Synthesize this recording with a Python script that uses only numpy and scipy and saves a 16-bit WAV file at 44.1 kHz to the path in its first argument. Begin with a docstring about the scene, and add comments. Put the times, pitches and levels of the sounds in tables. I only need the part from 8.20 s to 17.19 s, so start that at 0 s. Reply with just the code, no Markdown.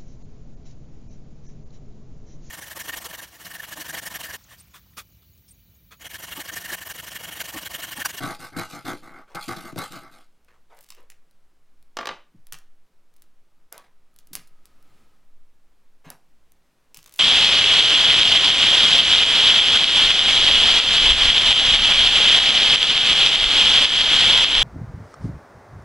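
"""Quick gritty scrapes come first: a striker stick-slips along a fire steel pressed on a wooden table.
Random slips excite table and rod resonances, and shaped noise grains make the fizz of shavings and sparks.
Then birch bark crackles in noise pops, tools clink in ticks, and a hard thing lands on ringing wood modes.
Hands brush and bump, and a flame rushes in filtered noise as the bark is lifted.
A small quiet room reflects all but the flame; steady noise and draughts lie underneath."""
import sys
import numpy as np
from scipy import signal
from scipy.fft import rfft, irfft, next_fast_len
from scipy.io import wavfile
from scipy.ndimage import uniform_filter1d, map_coordinates

SR = 44100
rng = np.random.default_rng(int(sys.argv[2]) if len(sys.argv) > 2 else 0)


def dump_mix(stems):
    """Bounce the given channels to the path in sys.argv[1] as a 16-bit WAV at rate SR."""
    frames = np.atleast_2d(stems).T  # one column per channel
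    limited = np.clip(frames, -1, 1)  # hard clip at full scale
    pcm = np.round(limited * 32767).astype(np.int16)
    wavfile.write(sys.argv[1], SR, pcm)


N = 396457

# All table levels are relative: each layer's gain and the room come on top.
# Pushes and returns of the striker:
# (start [s], length [s], table rumble [dB], rod rasp [dB], spark fizz [dB])
STROKES = [(0.0, 0.11, -30, -31, -38.5), (0.189, 0.062, -43, -40.5, -44), (0.32, 0.043, -44, -42, -59),
           (0.362, 0.053, -31, -31, -37), (0.483, 0.065, -53, -48, -47), (0.531, 0.05, -40, -41, -51),
           (0.645, 0.074, -33, -34.5, -40.5), (0.822, 0.18, -45.5, -44, -58),
           (1.145, 0.026, -38, -30.5, -48), (1.203, 0.045, -68, -53, -42.5), (1.276, 0.043, -32, -33, -40),
           (1.359, 0.043, -38.5, -40.5, -44), (1.438, 0.041, -38, -39.5, -50),
           (1.567, 0.065, -34, -31.5, -36.5), (1.705, 0.067, -41.5, -40.5, -45.5),
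           (1.812, 0.063, -50, -49.5, -64.5), (1.91, 0.096, -58, -55, -56.5)]
# How each layer follows a stroke: (attack [s], sag while pushing [dB/s], release [dB/s])
RUMBLE_SHAPE = (.002, 35, 810)
RASP_SHAPE = (.013, 33, 500)
FIZZ_SHAPE = (0.0092, 35, 206)
# Resonances of the table and of the rod: (frequency [Hz], width [Hz], level [dB])
TABLE_RESONANCES = [(96.5, 12.3, -2.5), (160, 24, 2.5), (231, 34.3, 0), (307, 50, 2.5)]
ROD_RESONANCES = [(513, 40, -9), (645, 103, -10.5), (816, 76, -5), (1140, 110, -6.5), (1307, 106, -3),
                  (1531, 75, -3), (2126, 140, -9)]
# Spectrum of steel grit: (frequency [Hz], level [dB])
GRIT_SPECTRUM = [(1410, -39), (2400, -3), (3030, -9), (3340, -3), (4150, -3.5), (4650, -2.5), (5600, -10),
                 (7730, -11.5), (8450, -9.5), (13500, -15), (15000, -17.5), (15800, -40), (16500, -61)]


def scraping():
    """Stick-slip friction: irregular slips shake the table and the rod, and torn shavings fizz."""
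    rumble = sum(amp(db) * gesture(s, length, *RUMBLE_SHAPE) for s, length, db, _, _ in STROKES)
    rasp = sum(amp(db) * gesture(s, length, *RASP_SHAPE) for s, length, _, db, _ in STROKES)
    fizz = sum(amp(db) * gesture(s, length, *FIZZ_SHAPE) for s, length, _, _, db in STROKES)
    chatter = amp(2.3 * wobble(170))
    slips = unit(chatter * grains(rate=1400, spread_db=3.5))
    table = amp(-3.5) * rumble * unit(resonate(slips, TABLE_RESONANCES))
    rod = amp(-0.62) * rasp * unit(resonate(slips, ROD_RESONANCES))
    shavings = chatter * amp(1.5 * wobble(300)) * grains(rate=1900, spread_db=5.5)
    shavings = shavings + 0.56 * slips
    # the steel's bright resonances shift as the contact point travels
    grit = unit(patchy(coloured(shavings, GRIT_SPECTRUM), depth_db=3.8))
    # where the fizz is weak it also sounds duller
    treble = filtered(grit, lambda f: f ** 4 / (f ** 4 + 5500 ** 4))
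    dullness = 1 / (1 + fizz / amp(-74.5))
    return table, rod + amp(-1.37) * fizz * (grit - dullness * treble)


# The striker's edge catches on the rod: (time [s], crack level [dB], knock level [dB])
CATCHES = [(0.1481, -15.5, -47), (0.3661, -16, -47), (0.6781, -15, -29), (0.7323, -32, -23),
           (1.1484, -14, -28), (1.1546, -10.5, -33), (1.2812, -11.5, -37), (1.5266, -45, -26),
           (1.56, -27, -23), (1.5792, -17, -24)]


def catches():
    """Impulsive excitation: the edge bites with a gritty crack and drives the rod against the table."""
    out = np.zeros(N)
    for s, crack_db, knock_db in CATCHES:
        crack = coloured(burst(0.041), GRIT_SPECTRUM)
        knock = resonate(burst(0.019), TABLE_RESONANCES + ROD_RESONANCES[:2])
        add(out, s, crack_db - 23.0, crack)
        add(out, s, knock_db - 6.0, knock)
    return out


# Things land and rock on the table: (time [s], level [dB], top of the crack [Hz])
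KNOCKS = [(3.7699, -16.5, 6000), (3.7749, -28.5, 5900), (3.8112, -24.5, 3000), (3.8564, -22.5, 5360),
          (3.8717, -17, 6000), (7.847, -58, 1470), (7.888, -40.5, 2180)]
# Modes of the knocked table top: (frequency [Hz], level [dB], t60 [s])
WOOD_MODES = [(576, 5.5, 0.026), (708, 4.5, 0.069), (1180, 19, 0.042), (1330, 9.5, 0.02), (1950, 4.5, .018),
              (2890, 2, 0.043), (4200, -32, 0.0058)]


def knocks():
    """Modal impact: a hard contact gives a crack, duller if softer, and damped modes of wood ring."""
    out = np.zeros(N)
    t = np.arange(SR // 4) / SR
    for s, db, top_hz in KNOCKS:
        ring = np.zeros(len(t))
        for hz, level, t60 in WOOD_MODES:
            decay = amp(level + 2 * rng.normal() - 60 * t / t60)
            softening = 1 / (1 + (hz / top_hz) ** 2)
            ring += decay * softening * np.sin(2 * np.pi * hz * t + rng.uniform(0, 2 * np.pi))
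        crack = burst(0.02)
        crack[0] += 5
        spectrum = [(70, -30), (170, -7), (260, -5), (380, 4), (top_hz / 2, 1),
                    (top_hz, -5), (1.5 * top_hz, -18), (2.9 * top_hz, -28)]
        add(out, s, db - 14, ring)
        add(out, s, db - 4, coloured(crack, spectrum))
    return out


# Loud snaps of the burning bark: (time [s], level [dB], splutter gain [dB])
SNAPS = [(4.2696, -37, -42), (4.3878, -38, -38), (4.9679, -49.5, -53), (5.0218, -38.5, -34),
         (5.526, -21, -51), (5.5796, -28, -48), (5.9628, -41.5, -40), (5.9887, -35.5, -28.5),
         (6.0722, -42, -32), (6.132, -28, -15.5), (6.1535, -13.5, -29.5), (6.2738, -46.5, -22),
         (6.4557, -36.5, -30), (7.9031, -22.5, -38), (8.3206, -42.5, -40)]
# Spectrum of a snap: (frequency [Hz], level [dB])
SNAP_SPECTRUM = [(200, -16), (1000, -15), (2500, -13), (4000, -7), (8000, -9), (11000, -4), (16000, -10)]
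# faint snaps fall at random times in this span
BURN_START_S, BURN_END_S = 2.0, 6.9


def crackle():
    """Sudden pressure release: a blister bursts in one spike, then a splutter of smaller ones."""
    out = np.zeros(N)
    ticks = [(BURN_START_S + when * (BURN_END_S - BURN_START_S), -47 - 10 * softness, -38)
             for when, softness in rng.random(size=(12, 2))]
    for s, db, splutter_db in SNAPS + ticks:
        splutter = 0.12 * burst(0.008) + amp(splutter_db) * burst(0.057)
        pop = 1.3 * spiky(splutter)
        pop[0] += 1
        add(out, s, db - 4.0, coloured(pop, SNAP_SPECTRUM))
    return out


# Light contacts of tools and fingers; the row at 4.3322 s is a faint repeat of the click just before: (time
# [s], level [dB], brightness [dB])
CLINKS = [(2.6085, -43, 21), (2.628, -48, 31), (2.6887, -44, -5), (2.704, -32.5, -15), (2.749, -46, -9),
          (2.9014, -38, -8), (4.3242, -25, -10.5), (4.3322, -32, -11), (8.745, -35, -12),
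          (8.7715, -32.5, 1), (8.861, -39, -25), (8.9395, -37.5, 0), (8.961, -38, 9), (8.9844, -37.5, 6)]
# Spectrum of a light contact: (frequency [Hz], level [dB])
CLINK_SPECTRUM = [(200, -14), (800, -9.5), (1500, -6), (3000, -2.5), (6000, -1.5), (10000, -1.5),
                  (16000, -4.5)]


def clinks():
    """Brief collision: each light contact is a sharp tick and a short skid of tiny impacts."""
    out = np.zeros(N)
    for s, db, bright_db in CLINKS:
        # brightness tilts the treble up or down
        spectrum = [(hz, level + (bright_db + 9) * hz / (hz + 5000)) for hz, level in CLINK_SPECTRUM]
        tick_and_skid = burst(0.0092) + .13 * spiky(burst(0.1))
        add(out, s, db, coloured(tick_and_skid, spectrum))
    return out


# Fingers shift their grip on the tools and the bark: (start [s], length [s], level [dB])
FUMBLES = [(2.553, .17, -65), (4.934, .09, -73), (8.733, .26, -58)]
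# Envelope of a grip shift: (attack [s], sag [dB/s], release [dB/s])
FUMBLE_SHAPE = (0.0031, 7.4, 250)
FUMBLE_PER_S = 330  # mean rate of tiny contacts


def fumble():
    """Random impact train: shifting fingers make an uneven patter of contacts of very unequal size."""
    contacts = grains(rate=FUMBLE_PER_S, spread_db=9.5) * amp(3 * wobble(45))
    patter = unit(coloured(contacts, CLINK_SPECTRUM))
    return sum(amp(db) * gesture(s, length, *FUMBLE_SHAPE) for s, length, db in FUMBLES) * patter


# Hands and sleeves brush the table: (start [s], length [s], level [dB])
BRUSHES = [(1.074, 0.048, -51), (2.276, .075, -61.5), (2.498, .1, -58), (2.767, 0.049, -54),
           (5.52, 0.056, -47.5), (5.612, 0.037, -57), (7.841, 0.057, -47.5)]
# Envelope of a brush: (attack [s], sag [dB/s], release [dB/s])
BRUSH_SHAPE = (0.0057, 54, 350)
# Spectrum of skin and cloth on wood: (frequency [Hz], level [dB])
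CLOTH_SPECTRUM = [(71, -11), (120, -8), (277, -10.5), (447, 2.5), (897, -0.5), (1190, -0.5), (2200, -6),
                  (4320, -16), (14000, -30)]
# Soft bumps of the hand: (time [s], level [dB])
BUMPS = [(4.139, -40.5), (4.153, -53), (4.322, -46), (6.107, -39.5), (6.184, -45.5), (7.861, -32.5),
         (8.767, -45.5)]
# A soft fingertip passes only the deepest part of a blow: (frequency [Hz], level [dB])
SOFT_SPECTRUM = [(60, 0), (100, 3.5), (180, 2), (300, -9.5), (600, -12), (2000, -36)]


def hands():
    """Soft friction and contact: skin and cloth rub the wood; bumps stir the table's low modes."""
    level = sum(amp(db) * gesture(s, length, *BRUSH_SHAPE) for s, length, db in BRUSHES)
    rubbing = grains(rate=1800, spread_db=3.5) * amp(2.64 * wobble(90))
    out = level * unit(patchy(coloured(rubbing, CLOTH_SPECTRUM), depth_db=3.5))
    for s, db in BUMPS:
        add(out, s, db - 7.5, coloured(resonate(burst(0.098), TABLE_RESONANCES), SOFT_SPECTRUM))
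    return out


# the flame flares as the bark is lifted towards the microphone
FLARE_PEAK_S, FLARE_REFERENCE_DB = 6.79, -67
RUSH_RISE_DB_PER_S, WHISTLE_RISE_DB_PER_S, FLARE_FALL_DB_PER_S = 16, 9.5, 40.5


def flame():
    """Turbulent flow noise: a soft rush swells and recedes; a faint whistle in it grows more slowly."""
    t = np.arange(N) / SR - FLARE_PEAK_S

    def swell(rise_db_per_s):
        """Exponential growth up to the peak, then exponential decay."""
        return amp(FLARE_REFERENCE_DB + np.minimum(rise_db_per_s * t, -FLARE_FALL_DB_PER_S * t))

    whistle = unit(resonate(rng.standard_normal(N), [(1260, 53, 0)]))
    rush_spectrum = [(60, -2), (200, -1.0), (500, -9.5), (3000, -17), (14000, -29.5)]
    rush = unit(coloured(rng.standard_normal(N), rush_spectrum))
    return amp(-5.5) * swell(WHISTLE_RISE_DB_PER_S) * whistle + amp(4.5) * swell(RUSH_RISE_DB_PER_S) * rush


# Ceiling reflections: (delay [s], level [dB], centre [Hz], width [octaves])
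CEILING_ECHOES = [(.01896, -5.5, 1100, 1.25), (.01796, -12, 4200, .8)]
# Reverberation time of the room: (frequency [Hz], t60 [s])
ROOM_DECAY = [(150, 0.25), (400, 0.23), (1000, 0.27), (2800, 0.32), (7300, 0.26), (15000, 0.23)]


def room(x, echo_db, tail_db, wall_db=-14, build_up=0.0045):
    """Reflection and reverberation: ceiling and wall echoes, then a diffuse tail with weak treble."""
    def band(f, centre, octaves):
        """Bell-shaped passband on an octave axis."""
        return np.exp(-.5 * (np.log2((f + 1) / centre) / octaves) ** 2)

    def ceiling(f):
        """Inverted, band-limited delays."""
        return -sum(amp(db) * band(f, c, w) * np.exp(-2j * np.pi * f * s) for s, db, c, w in CEILING_ECHOES)

    def wall(f):
        """One band-limited delay of 41.3 ms."""
        return band(f, 1400, 1.1) * np.exp(-2j * np.pi * f * .0413)

    echo = filtered(x, lambda f: amp(echo_db) * ceiling(f) + amp(wall_db) * wall(f))
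    # the tail is noise that builds up softly and decays at its own pace in each band
    hz, t, z = signal.stft(rng.standard_normal((2, SR // 2)), SR, nperseg=256)
    colour = amp(along([(100, 0.5), (400, 2.5), (1800, -5.5), (5000, -11.5), (14000, -18)], hz))[:, None]
    decay = amp(-60 * t / along(ROOM_DECAY, hz)[:, None])
    onset = 1 - np.exp(-(t / build_up) ** 2)
    tail = signal.istft(z * colour * decay * onset, SR, nperseg=256)[1]
    mid, side = signal.fftconvolve(x[None], tail / np.linalg.norm(tail[0]), axes=1)[:, :N]
    return x + echo + amp(tail_db) * (mid + np.outer([.1, -.1], side))


# Course of the room noise: (time [s], level [dB])
QUIET = [(2.2, -70.5), (6.5, -71.5), (8.7, -68)]
# Spectrum of the room noise: (frequency [Hz], level [dB])
AIR_SPECTRUM = [(20, -31.5), (30, -11), (42, -50), (60, -16.5), (80, -40.5), (150, -29.5), (500, -35.5),
                (1200, -39), (2800, -44.5), (12000, -53.5), (16000, -57)]


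def air():
    """Stationary noise and pressure fluctuation: room noise, and slow draughts on the microphone."""
    level = amp(np.interp(np.arange(N) / SR, *np.transpose(QUIET)) + 2.0)
    mid, side = [unit(coloured(rng.standard_normal(N), AIR_SPECTRUM, size=8192)) for _ in range(2)]
    # pressure fluctuations around 6 Hz
    draught = unit(filtered(rng.standard_normal(N), lambda f: np.exp(-((f - 6) / 3) ** 2)))
    gusts = unit(draught * amp(4.8 * wobble(0.53)))
    return level * (mid + np.outer([.15, -.15], side)) + amp(-48) * gusts


def gesture(start, length, attack_s, sag_db_per_s, release_db_per_s):
    """Envelope of one rubbing move: it builds up, sags while it lasts, then dies away."""
    out, t = np.zeros(N), np.arange(SR // 2) / SR
    fade_db = sag_db_per_s * np.minimum(t, length) + release_db_per_s * np.maximum(t - length, 0)
    part = out[max(round(start * SR), 0):][:len(t)]
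    part += ((1 - np.exp(-t / attack_s)) * amp(-fade_db))[:len(part)]
    return out


def grains(rate, spread_db):
    """Random point process: rate impulses a second on average, of scattered size, rms 1."""
    hits = rng.random(N) < rate / SR
    sizes = amp(spread_db * np.clip(rng.standard_normal(N), -2, 2))
    return unit(hits * rng.choice([-1, 1], N) * sizes)


def burst(t60):
    """Exponential decay: noise that dies away, a quarter second long."""
    t = np.arange(SR // 4) / SR
    return rng.standard_normal(len(t)) * amp(-60 * t / t60)


def spiky(x):
    """Random amplitude modulation: noise broken into tiny impacts of very unequal size."""
    return x * amp(6 * np.clip(rng.standard_normal(len(x)), -2, 2) - 4)


def patchy(x, depth_db):
    """Time-frequency modulation: bright patches drift in time and frequency."""
    z = signal.stft(x, nperseg=512)[2]
    field = uniform_filter1d(rng.standard_normal(z.shape), size=4, axis=0)
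    field = uniform_filter1d(field, size=7, axis=1)
    return signal.istft(z * amp(depth_db * unit(field)), nperseg=512)[1][:N]


def wobble(rate):
    """Slow modulation: a smooth random curve, rate knots a second."""
    knots = rng.standard_normal(int(N * rate / SR) + 4)
    return map_coordinates(knots, [np.arange(N) * rate / SR])


def resonate(x, modes):
    """Modal resonance: parallel damped resonators of alternating sign."""
    def response(f):
        """Sum of the resonance curves."""
        return sum((-1) ** k * amp(db) * 1j * f * width / (hz * hz - f * f + 1j * f * width)
                   for k, (hz, width, db) in enumerate(modes))

    return filtered(x, response)


def coloured(x, spectrum, size=2048):
    """Minimum-phase filtering: the causal filter with this spectrum, by folding its cepstrum."""
    cepstrum = irfft(np.log(amp(along(spectrum, np.fft.rfftfreq(size, 1 / SR)))))
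    fold = 1 + np.sign(np.fft.fftfreq(size))
    return signal.fftconvolve(x, irfft(np.exp(rfft(cepstrum * fold))))[:len(x)]


def filtered(x, response):
    """Linear filtering: the spectrum of x times a response of frequency."""
    m = next_fast_len(x.shape[-1] + SR // 4)
    return irfft(rfft(x, m) * response(np.fft.rfftfreq(m, 1 / SR)), m)[..., :x.shape[-1]]


def along(points, hz):
    """Interpolation of (frequency, value) points on a log-frequency axis."""
    f, v = np.transpose(points)
    return np.interp(np.log(hz + 1), np.log(f), v)


def add(track, s, db, sound):
    """Superposition: mix in a sound whose loudest millisecond has the given level."""
    part = track[round(s * SR):][:len(sound)]
    loudest = np.sqrt(uniform_filter1d(sound ** 2, size=44).max())
    part += amp(db) / loudest * sound[:len(part)]


def amp(db):
    """Logarithmic level: decibels to gain."""
    return 10 ** (np.asarray(db) / 20)


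def unit(x):
    """Normalisation to rms 1."""
    return x / np.sqrt(np.mean(x ** 2) + 1e-20)


# Share of the table's shaking that differs between left and right: (frequency [Hz], share [ratio])
LEAN = [(70, .08), (100, 0.48), (140, 0.9), (175, 1), (260, 0.066), (500, 0.2), (1000, 0.039)]


def scene():
    """Superposition of all sources; the table's low modes reach the left side more strongly."""
    table, steel = scraping()
    body = room(table + catches(), echo_db=-2.0, tail_db=-19.5)
    lean = filtered(body, lambda f: along(LEAN, f) * np.exp(.75j))
    direct = room(steel, echo_db=3.5, tail_db=-16.0)
    direct = direct + room(knocks(), echo_db=8, tail_db=-7.0, wall_db=-9, build_up=0.022)
    direct = direct + room(clinks() + fumble(), echo_db=4.5, tail_db=-8.5)
    direct = direct + room(crackle(), echo_db=-3, tail_db=-10)
    direct = direct + room(hands(), echo_db=1.5, tail_db=-18.5)
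    direct = direct + flame()
    # a quarter-turn side signal puts the treble slightly out of step between left and right
    side_share = [(1000, .02), (4000, 0.033), (8000, 0.17), (13000, 0.033)]
    spread = filtered(direct, lambda f: 1j * along(side_share, f))
    return body + direct + (lean + spread) * [[1], [-1]] + air()


def record(dry):
    """Band limitation: a steep low-pass removes what lies above 16.4 kHz."""
    return filtered(dry, lambda hz: 1 / (1 + (hz / 16400) ** 120))


dry = scene()
out = record(dry)
dump_mix(out)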